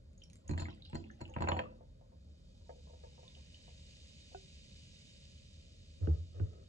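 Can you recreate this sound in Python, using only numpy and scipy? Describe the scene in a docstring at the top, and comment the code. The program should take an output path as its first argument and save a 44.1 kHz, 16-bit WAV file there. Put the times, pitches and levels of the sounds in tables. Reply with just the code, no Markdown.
"""Over the low rumble of a small room, soda pours from a plastic bottle onto ice in a glass tumbler.
Trapped bubbles plink; the ice cracks as it warms, then shifts and tumbles against the glass.
The cubes float and nudge the wall; from 2 s a head of foam builds, fizzing as its bubbles burst.
At 4.35 s the pour ends and the bottle, tipped back, pops as its wall springs out.
At 6 s it is set down on the table with a few dull thumps and short slides."""
import sys
import numpy as np
from scipy import signal
from scipy.fft import rfft, irfft, next_fast_len
from scipy.io import wavfile
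from scipy.ndimage import uniform_filter1d

SR = 44100
rng = np.random.default_rng(int(sys.argv[2]) if len(sys.argv) > 2 else 0)


def generate_wav(signal):
    """Clip the signal to [-1, 1] and save it as 16-bit WAV at the path in sys.argv[1]."""
    frames = np.transpose(np.atleast_2d(signal))
    scaled = np.clip(frames, -1, 1) * 32767
    pcm = np.round(scaled).astype(np.int16)
    wavfile.write(sys.argv[1], SR, pcm)


N = 294588
TIME_S = np.arange(N) / SR
POUR_END_S, CHURN_HZ = 4.35, 879.5

# Table levels are relative; each source adds its own gain.
# room noise spectrum: f/Hz, level/dB
RUMBLE_SPECTRUM = [(18, -46), (30, -27.5), (45, 0), (55, -14), (72, 3.5), (100, -10), (170, -12),
                   (230, -18), (350, -30), (530, -28), (640, -30.5), (740, -50.5), (1400, -47),
                   (12000, -65.5)]
# largest bubbles trapped by the stream: t/s, level/dB, f/Hz
PLINKS = [(0.178, -62.5, 6660), (0.218, -53, 3060), (0.236, -54, 5470), (0.479, -51.5, 6600),
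          (0.654, -41.5, 2020), (0.698, -60, 3130), (0.821, -52, 3800), (0.85, -54, 3800),
          (0.966, -59.5, 4760), (1.04, -55.5, 2610), (1.1, -48, 1663), (1.113, -65, 6230),
          (1.252, -49, 2720), (1.297, -63.5, 6500), (1.338, -49.5, 2770), (3.279, -54.5, 3650),
          (3.348, -56, 2980), (3.543, -55.5, 3020)]
# stream splashing off bare ice: t/s, level/dB, bubble f/Hz
SPLASHES = [(.2, -80, 4520), (0.578, -62.5, 3940), (.68, -67, 3070), (.84, -65.5, 3800), (0.949, -73, 4830),
            (1.04, -80, 3520), (1.119, -81, 5830), (1.328, -76, 2770)]
# trickle between cubes, fading once they are covered: start/s, ramp end/s, fade/s, level/dB, fall/(dB/s)
TRICKLE_ENVELOPE = (0.2, 2.7, 1.23, -72.5, 51)
# head of foam: start/s, full/s, collapse/s, level/dB, fall/(dB/s)
FINE_HEAD = (2, 4, 5, -67.5, 6)
COARSE_HEAD = (2.5, 3.5, 5, -76.5, 6.5)
# spectra of bursting foam: f/Hz, level/dB
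FINE_SPECTRUM = [(1500, -38), (2450, -4), (2750, -14), (3050, -3), (3400, -4), (3750, -0.5), (4150, -4.5),
                 (4550, -3), (5300, -2), (6900, -2.5), (7900, -7.5), (8500, -13.5), (10500, -31.5),
                 (12000, -71)]
COARSE_SPECTRUM = [(600, -25), (900, -1.5), (1300, -17), (1600, 1), (2100, 6), (2450, 7), (3000, 14.5),
                   (4000, -113.5)]
# air resonances above the foam: f/Hz, width/Hz, level/dB
HEADSPACE = [(2520, 120, -5.5), (3020, 200, -5), (3690, 240, -4.5), (4475, 200, -1.5)]
# ice cracking: t/s, level/dB
CRACKS = [(0.1313, -62.5), (0.2054, -66), (0.2376, -57), (0.2996, -52), (0.3319, -52), (0.356, -52.5),
          (0.478, -52), (0.7463, -60), (0.8497, -64), (0.898, -56.5), (0.967, -61), (1.279, -58),
          (1.3384, -62)]
# ice striking the glass: t/s, clack/dB, weight/dB, wall ring/dB
KNOCKS = [(0.493, -41.5, -34.5, -52), (0.5095, -42, -33.5, -48), (0.5349, -42.5, -40, -69),
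          (0.5773, -35.5, -50, -48), (0.596, -38, -46.5, -43.5), (0.6064, -50, -49.5, -46.5),
          (0.6199, -39.5, -41, -48), (0.6835, -42.5, -45.5, -73), (0.93, -45, -39.5, -62),
          (0.9461, -49.5, -35.5, -52), (0.9524, -39.5, -48, -46), (1.2057, -51, -53.5, -52.5),
          (1.2129, -43.5, -41.5, -50.5), (1.3631, -34.5, -34.5, -66.5), (1.3834, -42, -61, -73),
          (1.406, -35, -34, -53.5), (1.4213, -31, -35.5, -50), (1.4396, -33.5, -36.5, -77),
          (1.4733, -32.5, -37, -66.5), (1.4858, -24, -37.5, -40.5), (1.517, -25.5, -35, -56),
          (1.5663, -34.5, -39.5, -50.5), (1.591, -26, -43, -55.5)]
# floating cubes touching the glass: t/s, level/dB
NUDGES = [(1.294, -53), (1.724, -59), (1.808, -57.5), (1.82, -62), (2.011, -62.5), (2.119, -63),
          (2.693, -47), (2.871, -59.5), (2.896, -58), (2.934, -57), (3.036, -51), (3.179, -55), (3.23, -59),
          (3.366, -61), (3.68, -59), (4.317, -62.5)]
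# modes of ice, glass and table: f/Hz, level/dB, t60/s
CRACK_MODES = [(2330, -3, .005), (4100, -11, .004), (5300, -7, 0.0034), (6970, -5, 0.01),
               (8630, -6, 0.0034), (9030, -18, 0.0044)]
CUBE_MODES = [(1010, 4.5, 0.011), (1254, -3.5, 0.072), (1540, 6, 0.019), (1840, 18, 0.0052),
              (1880, 3.5, 0.014), (2460, 3.5, 0.011), (2628, 6.5, 0.015), (3440, 1.5, 0.006)]
GLASS_WALL_MODES = [(4237, -2.5, 0.06), (4480, -6.5, 0.038), (5700, -7, 0.0082), (7100, -3, 0.028),
                    (7230, 2, 0.023), (8800, -16, 0.0033), (10700, -25.5, 0.015)]
GLASS_BODY_MODES = [(459, -5, .07), (516, 1, 0.15), (600, -1, 0.096), (678, -5, 0.17), (822, -1.5, 0.08),
                    (911, 3.5, 0.051), (968, -1, 0.12)]
GLASS_BASE_MODES = [(212.6, 3, 0.13), (243, -6, 0.16), (317.4, 0.5, 0.11), (334.6, -4.5, 0.12)]
TABLE_MODES = [(88.9, 1.5, .17), (114, -4, .1), (148, -4, 0.083)]
SUNK_CUBE_MODES = [(503.5, 3, 0.069), (616, 3, 0.022), (679, 1, 0.024), (840, -6, 0.035),
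                   (920, -10.5, 0.12), (1205, -13.5, 0.04), (1655, -14, 0.033), (2070, -11, .014)]
# bottle wall springing back: t/s, level/dB
POPS = [(4.347, -44)]
# bottle feet landing: t/s, tap/dB, body/dB
LANDINGS = [(6.015, -90, -46), (6.072, -47.5, -30.5), (6.086, -67, -33.5), (6.398, -51, -39.5),
            (6.408, -87, -39)]
# modes of the bottle: f/Hz, level/dB, t60/s
BOTTLE_WALL_MODES = [(387, -2.5, 0.16), (707, 0, 0.052), (752, 0, 0.052), (1480, -10, 0.095),
                     (1560, -12, 0.029), (2590, -5, 0.051)]
BOTTLE_FOOT_MODES = [(930, -15, 0.045), (1240, -0.5, 0.024), (1510, -2.5, 0.054), (1930, -12.5, 0.028),
                     (2780, -4, 0.0099)]
BOTTLE_BODY_MODES = [(150.4, 4, 0.27), (201, 0.5, .12), (268, -7.5, 0.12), (329.5, 3, .1),
                     (427, -1.5, 0.22), (540, -8.5, 0.13), (667, -15.5, 0.066), (833, -23.5, 0.14)]
# table top swinging under the bottle: t/s, level/dB, f/Hz, length/s
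THUMPS = [(6.012, -27, 91.1, 0.063), (6.066, -23, 79.3, 0.099), (6.168, -44, 86.9, 0.14),
          (6.337, -40, 90.2, 0.11), (6.398, -26, 94, 0.061)]
# bottle base rubbing the table: t/s, length/s, level/dB
SLIDES = [(5.996, .14, -57.5), (6.32, 0.14, -61.5), (6.498, 0.12, -65.5)]
# rubbing spectrum: f/Hz, level/dB
RUB_SPECTRUM = [(100, 7), (200, 2), (450, 11), (650, 1), (800, -16.5), (1050, -20), (1270, -5),
                (1400, -16.5), (1530, -19.5), (1900, -16), (4000, -51)]
# room decay: f/Hz, t60/s
ROOM_T60 = [(80, 0.46), (300, 0.62), (900, 0.11), (2000, 0.15), (4500, 0.25), (8000, 0.23), (12000, 0.21)]
# part of the side that follows the mid: f/Hz, share (0-1), phase lead/rad
SIDE_COHERENCE = [(60, .1, -1.6), (250, 0.1, -3), (500, 1, -1.2), (950, .6, -2), (1510, .5, 1.4),
                  (2000, .5, 1.5), (2500, 0.2, 3.), (3050, .6, 5), (3900, 0.9, 4), (4400, 0.3, 5),
                  (4970, 1, 4.5), (5900, .2, 1.5), (6890, .82, 1.74), (8200, .8, 1.4), (9500, .55, 1.5)]
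# side gain: f/Hz, level/dB
SIDE_GAIN = [(60, -39), (100, -7.5), (180, -11), (310, -5.5), (540, 2.5), (940, 5.5), (1700, 1),
             (2900, 2.5), (4900, 4), (5900, -8), (7200, -4.5), (8500, 0.5), (10000, 6.5)]


def amp(db):
    return 10 ** (np.asarray(db) / 20)


def unit_rms(x):
    """Scale to rms 1 in the mid (row 0)."""
    return x / np.sqrt(np.mean(x[0] ** 2) + 1e-20)


def log_interp(points, hz):
    """Table lookup on a log-frequency axis."""
    table_hz, value = np.transpose(points)
    return np.interp(np.log(hz + 1), np.log(table_hz + 1), value)


def coloured(x, spectrum):
    """Filter by a spectrum in dB."""
    size = next_fast_len(N + 4096)
    gain = amp(log_interp(spectrum, np.fft.rfftfreq(size, 1 / SR)))
    return irfft(rfft(x, size) * gain, size)[..., :N]


def add(mix, at_s, sound):
    part = mix[:, max(round(at_s * SR), 0):][:, :sound.shape[1]]
    part += sound[:, :part.shape[1]]


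def swells(events, rise_s, fall_s):
    """Envelope: 60 dB rise to and fall from each event (t/s, level/dB), summed in power."""
    at_s, db = np.transpose(events)[:, :, None]
    t = TIME_S[::64]
    each = amp(db - 60 * np.maximum((at_s - t) / rise_s, (t - at_s) / fall_s))
    return np.interp(TIME_S, t, np.linalg.norm(each, axis=0))


def plateau(start_s, full_s, fade_s, db, fall_db_per_s):
    """Envelope: linear ramp to a hold, decaying from fade_s."""
    ramp = np.clip((TIME_S - start_s) / (full_s - start_s), 0, 1)
    return ramp * amp(db - fall_db_per_s * np.maximum(TIME_S - fade_s, 0))


def impulses(per_s, spread_db):
    """Clicks at random times, uneven in size."""
    hit = rng.random(N) < per_s / SR
    sign = rng.choice([-1., 1.], (2, N))
    return hit * sign * amp(spread_db * np.minimum(rng.exponential(1, N), 4))


def ring(modes, detune=0.):
    """One blow, mid and side: decaying modes, each starting within its first cycle."""
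    hz, db, t60_s = np.transpose(modes)[:, :, None]
    t = np.arange(int(min(t60_s.max(), .5) * SR)) / SR
    hz = hz * (1 + detune * rng.standard_normal(hz.shape))
    phase = rng.random((2, len(hz), 1))
    envelope = amp(db - 60 * t / t60_s) * (1 - np.exp(-(2 * hz * t) ** 2))
    return (envelope * np.sin(2 * np.pi * (hz * t + phase))).sum(1) / np.linalg.norm(amp(db))


def scuffed(sound, contact_s, count=5):
    """Uneven contact: the sound is set off several times within contact_s."""
    at, strength = rng.uniform(0.089, 1, size=count), rng.standard_normal((2, count))
    touches = np.zeros((2, int(contact_s * SR) + 2))
    touches[:, 0] = 1
    touches[:, (at * contact_s * SR).astype(int)] += strength
    touches /= np.linalg.norm(touches, axis=1, keepdims=True)
    return signal.fftconvolve(sound, touches, axes=1)


def blows(events, modes, gain_db, detune, contact_s):
    """A series of blows on one object."""
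    out = np.zeros((2, N))
    for at_s, db in events:
        add(out, at_s, amp(db + gain_db) * scuffed(ring(modes, detune), contact_s))
    return out


def room(x, wet_db, near_db=-4.5, near_s=.012):
    """Direct sound, near reflections off table and wall, and a tail dying band by band."""
    shape = (2, SR // 2)
    taps = rng.choice([-1., 1.], shape) * (rng.random(shape) < .1)
    hz, t, bands = signal.stft(taps, SR, nperseg=256)
    decay = amp(-60 * t / log_interp(ROOM_T60, hz)[:, None])
    tail = signal.istft(bands * decay, SR, nperseg=256)[1]
    tail *= np.minimum(np.arange(tail.shape[1]) / SR / near_s, 1)
    response = amp(wet_db) * tail / np.linalg.norm(tail[0])
    for channel in response:
        delays = (near_s * SR * rng.uniform(.1, 1, size=8)).astype(int)
        channel[delays] += amp(near_db) * rng.choice([-1, 1], size=8) / np.sqrt(8)
    response[:, 0] += 1
    return signal.fftconvolve(x, response, axes=1)[:, :N]


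def rumble(noise_db=-57.5, hum_hz=538.5, hum_db=-81.):
    """Steady low room noise, with a faint hum in the mid."""
    noise = unit_rms(coloured(rng.standard_normal((2, N)), RUMBLE_SPECTRUM))
    hum = np.outer([1, 0], np.sin(2 * np.pi * hum_hz * TIME_S))
    return amp(noise_db) * noise + amp(hum_db) * hum


def bubble(hz, decay_cycles, rise_per_cycle=0.001):
    """A trapped bubble swells and rings briefly, its pitch rising as it nears the surface."""
    cycles = hz * np.arange(SR // 30) / SR
    envelope = np.exp(-cycles / decay_cycles) * (1 - np.exp(-(cycles / 2) ** 2))
    phase = cycles * (1 + rise_per_cycle * cycles / 2) + rng.random((2, 1))
    return envelope * np.sin(2 * np.pi * phase)


def swarm(length_s, hz, per_s, spread_oct, spread_db, decay_cycles, count=1000):
    """Bubbles of random size around one pitch, at rms 1."""
    out = np.zeros((2, int(length_s * SR)))
    times_s = (np.arange(count) + rng.random(count)) / per_s
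    pitches, strengths = rng.standard_normal((2, count))
    for at_s, pitch, strength in zip(times_s[times_s < length_s], pitches, strengths):
        bubble_hz = hz * 2 ** np.clip(spread_oct * pitch, -1, 1)
        add(out, at_s, amp(spread_db * min(strength, 2)) * bubble(bubble_hz, decay_cycles))
    return unit_rms(out)


def churn(steady_db=-95.5, stir_db=-32):
    """The stream churns the drink; each moving cube stirs up more, in step with its blow."""
    out = np.zeros((2, N))
    add(out, 0, swarm(POUR_END_S, CHURN_HZ, per_s=180, spread_oct=.209, spread_db=10.5, decay_cycles=11))
    stirs = [(at_s, clack_db) for at_s, clack_db, _, _ in KNOCKS] + NUDGES
    return out * (amp(steady_db) + amp(stir_db) * swells(stirs, rise_s=.23, fall_s=.45))


def foam(first_fizz_db=-86, flutter_db=.5):
    """Bursting bubbles merge into fizz, faint at first; coarser ones join as the head builds."""
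    fine = room(impulses(per_s=9000, spread_db=2.5), wet_db=-17.5, near_db=-10.5)
    fine = coloured(fine, FINE_SPECTRUM)
    resonance = sum(amp(db) * signal.lfilter(*signal.iirpeak(hz, hz / width_hz, SR), fine)
                    for hz, width_hz, db in HEADSPACE)
    hiss = unit_rms(fine + resonance) * np.hypot(amp(first_fizz_db), plateau(*FINE_HEAD))
    coarse = coloured(impulses(per_s=4000, spread_db=3.5), COARSE_SPECTRUM)
    froth = unit_rms(coarse) * plateau(*COARSE_HEAD)
    # bubbles give way in clusters
    clusters = unit_rms(uniform_filter1d(rng.standard_normal((1, N)), size=SR // 20))
    return amp(flutter_db * clusters) * (hiss + froth)


def ice_cracks():
    """Warming ice splits with short, bright ticks."""
    return room(blows(CRACKS, CRACK_MODES, gain_db=.5, detune=.044, contact_s=.0012), wet_db=-5.5)


def plinks(gain_db=9.5, decay_s=.0014, pinch_s=.004):
    """Large bubbles pinch off and ring, with one decay time for all sizes."""
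    out = np.zeros((2, N))
    for at_s, db, hz in PLINKS:
        add(out, at_s, amp(db + gain_db) * scuffed(bubble(hz, hz * decay_s), pinch_s))
    return out


def trickle():
    """The stream bubbles between bare cubes until they are covered."""
    out = np.zeros((2, N))
    add(out, 0, swarm(length_s=2, hz=2950, per_s=450, spread_oct=.46, spread_db=6.5, decay_cycles=6))
    return out * plateau(*TRICKLE_ENVELOPE)


def splashes(rise_s=.012, t60_s=.33):
    """The stream hits bare ice and throws sprays of small bubbles."""
    out = np.zeros((2, N))
    for at_s, db, hz in SPLASHES:
        spray = swarm(t60_s, hz, per_s=980, spread_oct=.3, spread_db=8.5, decay_cycles=8.1)
        t = TIME_S[:spray.shape[1]]
        envelope = np.minimum(t / rise_s, 1) * amp(db - 60 * (t - rise_s) / t60_s)
        add(out, at_s, envelope * spray)
    return out


def ice_grind(gain_db=-34.5):
    """Cubes grind as they slide into and out of each knock."""
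    contacts = impulses(per_s=2800, spread_db=2.5)
    grind = unit_rms(signal.fftconvolve(contacts, ring(CUBE_MODES), axes=1)[:, :N])
    clacks = [(at_s, clack_db) for at_s, clack_db, _, _ in KNOCKS]
    return amp(gain_db) * swells(clacks, rise_s=.11, fall_s=.34) * grind


def ice_knocks(wall_gain_db=-1., body_gain_db=-3.5, base_gain_db=.5, table_gain_db=8.5):
    """Each falling cube grinds, clacks, rings the tumbler and shakes the table through its base."""
    clack_share, fill_db_per_s, full_s = .81, 5.5, 1.52  # the body answers more as it fills
    buoyancy_db_per_s = 3  # the rising drink carries the ice: the table shakes less
    cubes, wall, low = np.zeros((3, 2, N))
    for at_s, clack_db, weight_db, wall_db in KNOCKS:
        body_db = clack_share * clack_db + (1 - clack_share) * weight_db
        body_db += fill_db_per_s * (at_s - full_s)
        table_db = weight_db - buoyancy_db_per_s * at_s
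        clack = scuffed(ring(CUBE_MODES, detune=.063), contact_s=.002976)
        clink = scuffed(ring(GLASS_WALL_MODES, detune=.013), contact_s=.0067)
        add(cubes, at_s, amp(clack_db) * clack)
        add(wall, at_s, amp(wall_db + wall_gain_db) * clink)
        add(low, at_s, amp(body_db + body_gain_db) * ring(GLASS_BODY_MODES, detune=.023))
        add(low, at_s, amp(weight_db + base_gain_db) * ring(GLASS_BASE_MODES, detune=.021))
        add(low, at_s, amp(table_db + table_gain_db) * ring(TABLE_MODES, detune=.022))
    return (room(cubes + ice_grind(), wet_db=-10.5, near_db=-10)
            + room(wall, wet_db=-11.5, near_db=-20)
            + room(low, wet_db=-8.5, near_db=-13.5))


def floating_ice(gain_db=2.5, tilt_per_oct=.66):
    """Cubes nudge the glass under the liquid; softer nudges are duller."""
    out = np.zeros((2, N))
    hardest_db = max(db for _, db in NUDGES)
    for at_s, db in NUDGES:
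        cut_db_per_oct = tilt_per_oct * (hardest_db - db)
        modes = [(hz, mode_db - cut_db_per_oct * max(np.log2(hz / CHURN_HZ), 0), t60_s)
                 for hz, mode_db, t60_s in SUNK_CUBE_MODES]
        add(out, at_s, amp(db + gain_db) * ring(modes, detune=.023))
    return room(out, wet_db=-5, near_db=-.5)


def bottle_pop():
    """The plastic wall springs back and rings."""
    pop = blows(POPS, BOTTLE_WALL_MODES, gain_db=-2.5, detune=0, contact_s=.0002)
    return room(pop, wet_db=-18, near_db=-20)


def bottle_landing(slide_rise_s=.035):
    """The bottle rocks onto its feet: taps, a hollow body, a swinging table top, short slides."""
    taps, swing = np.zeros((2, 2, N))
    for at_s, tap_db, body_db in LANDINGS:
        add(taps, at_s, amp(tap_db) * ring(BOTTLE_FOOT_MODES, detune=.018))
        add(taps, at_s, amp(body_db) * ring(BOTTLE_BODY_MODES, detune=.011))
    for at_s, db, hz, length_s in THUMPS:
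        t = np.arange(int(length_s * SR)) / SR
        phase = 2 * np.pi * hz * t
        envelope = amp(db) * np.sin(np.pi * t / length_s)
        add(swing, at_s, envelope * np.array([np.sin(phase), -np.cos(phase)]))
    sliding = sum(plateau(at_s, at_s + slide_rise_s, at_s + length_s, db, fall_db_per_s=210)
                  for at_s, length_s, db in SLIDES)
    rub = sliding * unit_rms(coloured(impulses(per_s=1500, spread_db=-.5), RUB_SPECTRUM))
    return room(taps, wet_db=-24, near_db=-12.5) + room(swing, wet_db=-16, near_db=-44.5) + rub


def left_right(mid, side):
    """The side is part phase-shifted mid, part diffuse; bass nearly mono, midrange wide."""
    size = next_fast_len(N + 4096)
    hz, table = np.fft.rfftfreq(size, 1 / SR), np.array(SIDE_COHERENCE)
    share = np.clip(log_interp(table[:, :2], hz), 0, 1)
    lead_rad = log_interp(table[:, ::2], hz)
    coherent = share * np.exp(1j * lead_rad) * rfft(mid, size)
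    diffuse = np.sqrt(1 - share ** 2) * rfft(side, size)
    side = coloured(irfft(coherent + diffuse, size)[:N], SIDE_GAIN)
    return np.array([mid + side, mid - side])


def scene():
    """All sources summed as mid and side, then turned to left and right."""
    stream = room(churn() + plinks() + trickle() + splashes(), wet_db=-6.5, near_db=-10)
    ice = ice_cracks() + ice_knocks() + floating_ice()
    bottle = bottle_pop() + bottle_landing()
    return left_right(*(rumble() + stream + foam() + ice + bottle))


def record(dry):
    """Low-pass at 11.8 kHz."""
    lowpass = signal.firwin(255, 11800, window=("kaiser", 8), fs=SR)
    return signal.oaconvolve(dry, lowpass[None], "same")


dry = scene()
out = record(dry)
generate_wav(out)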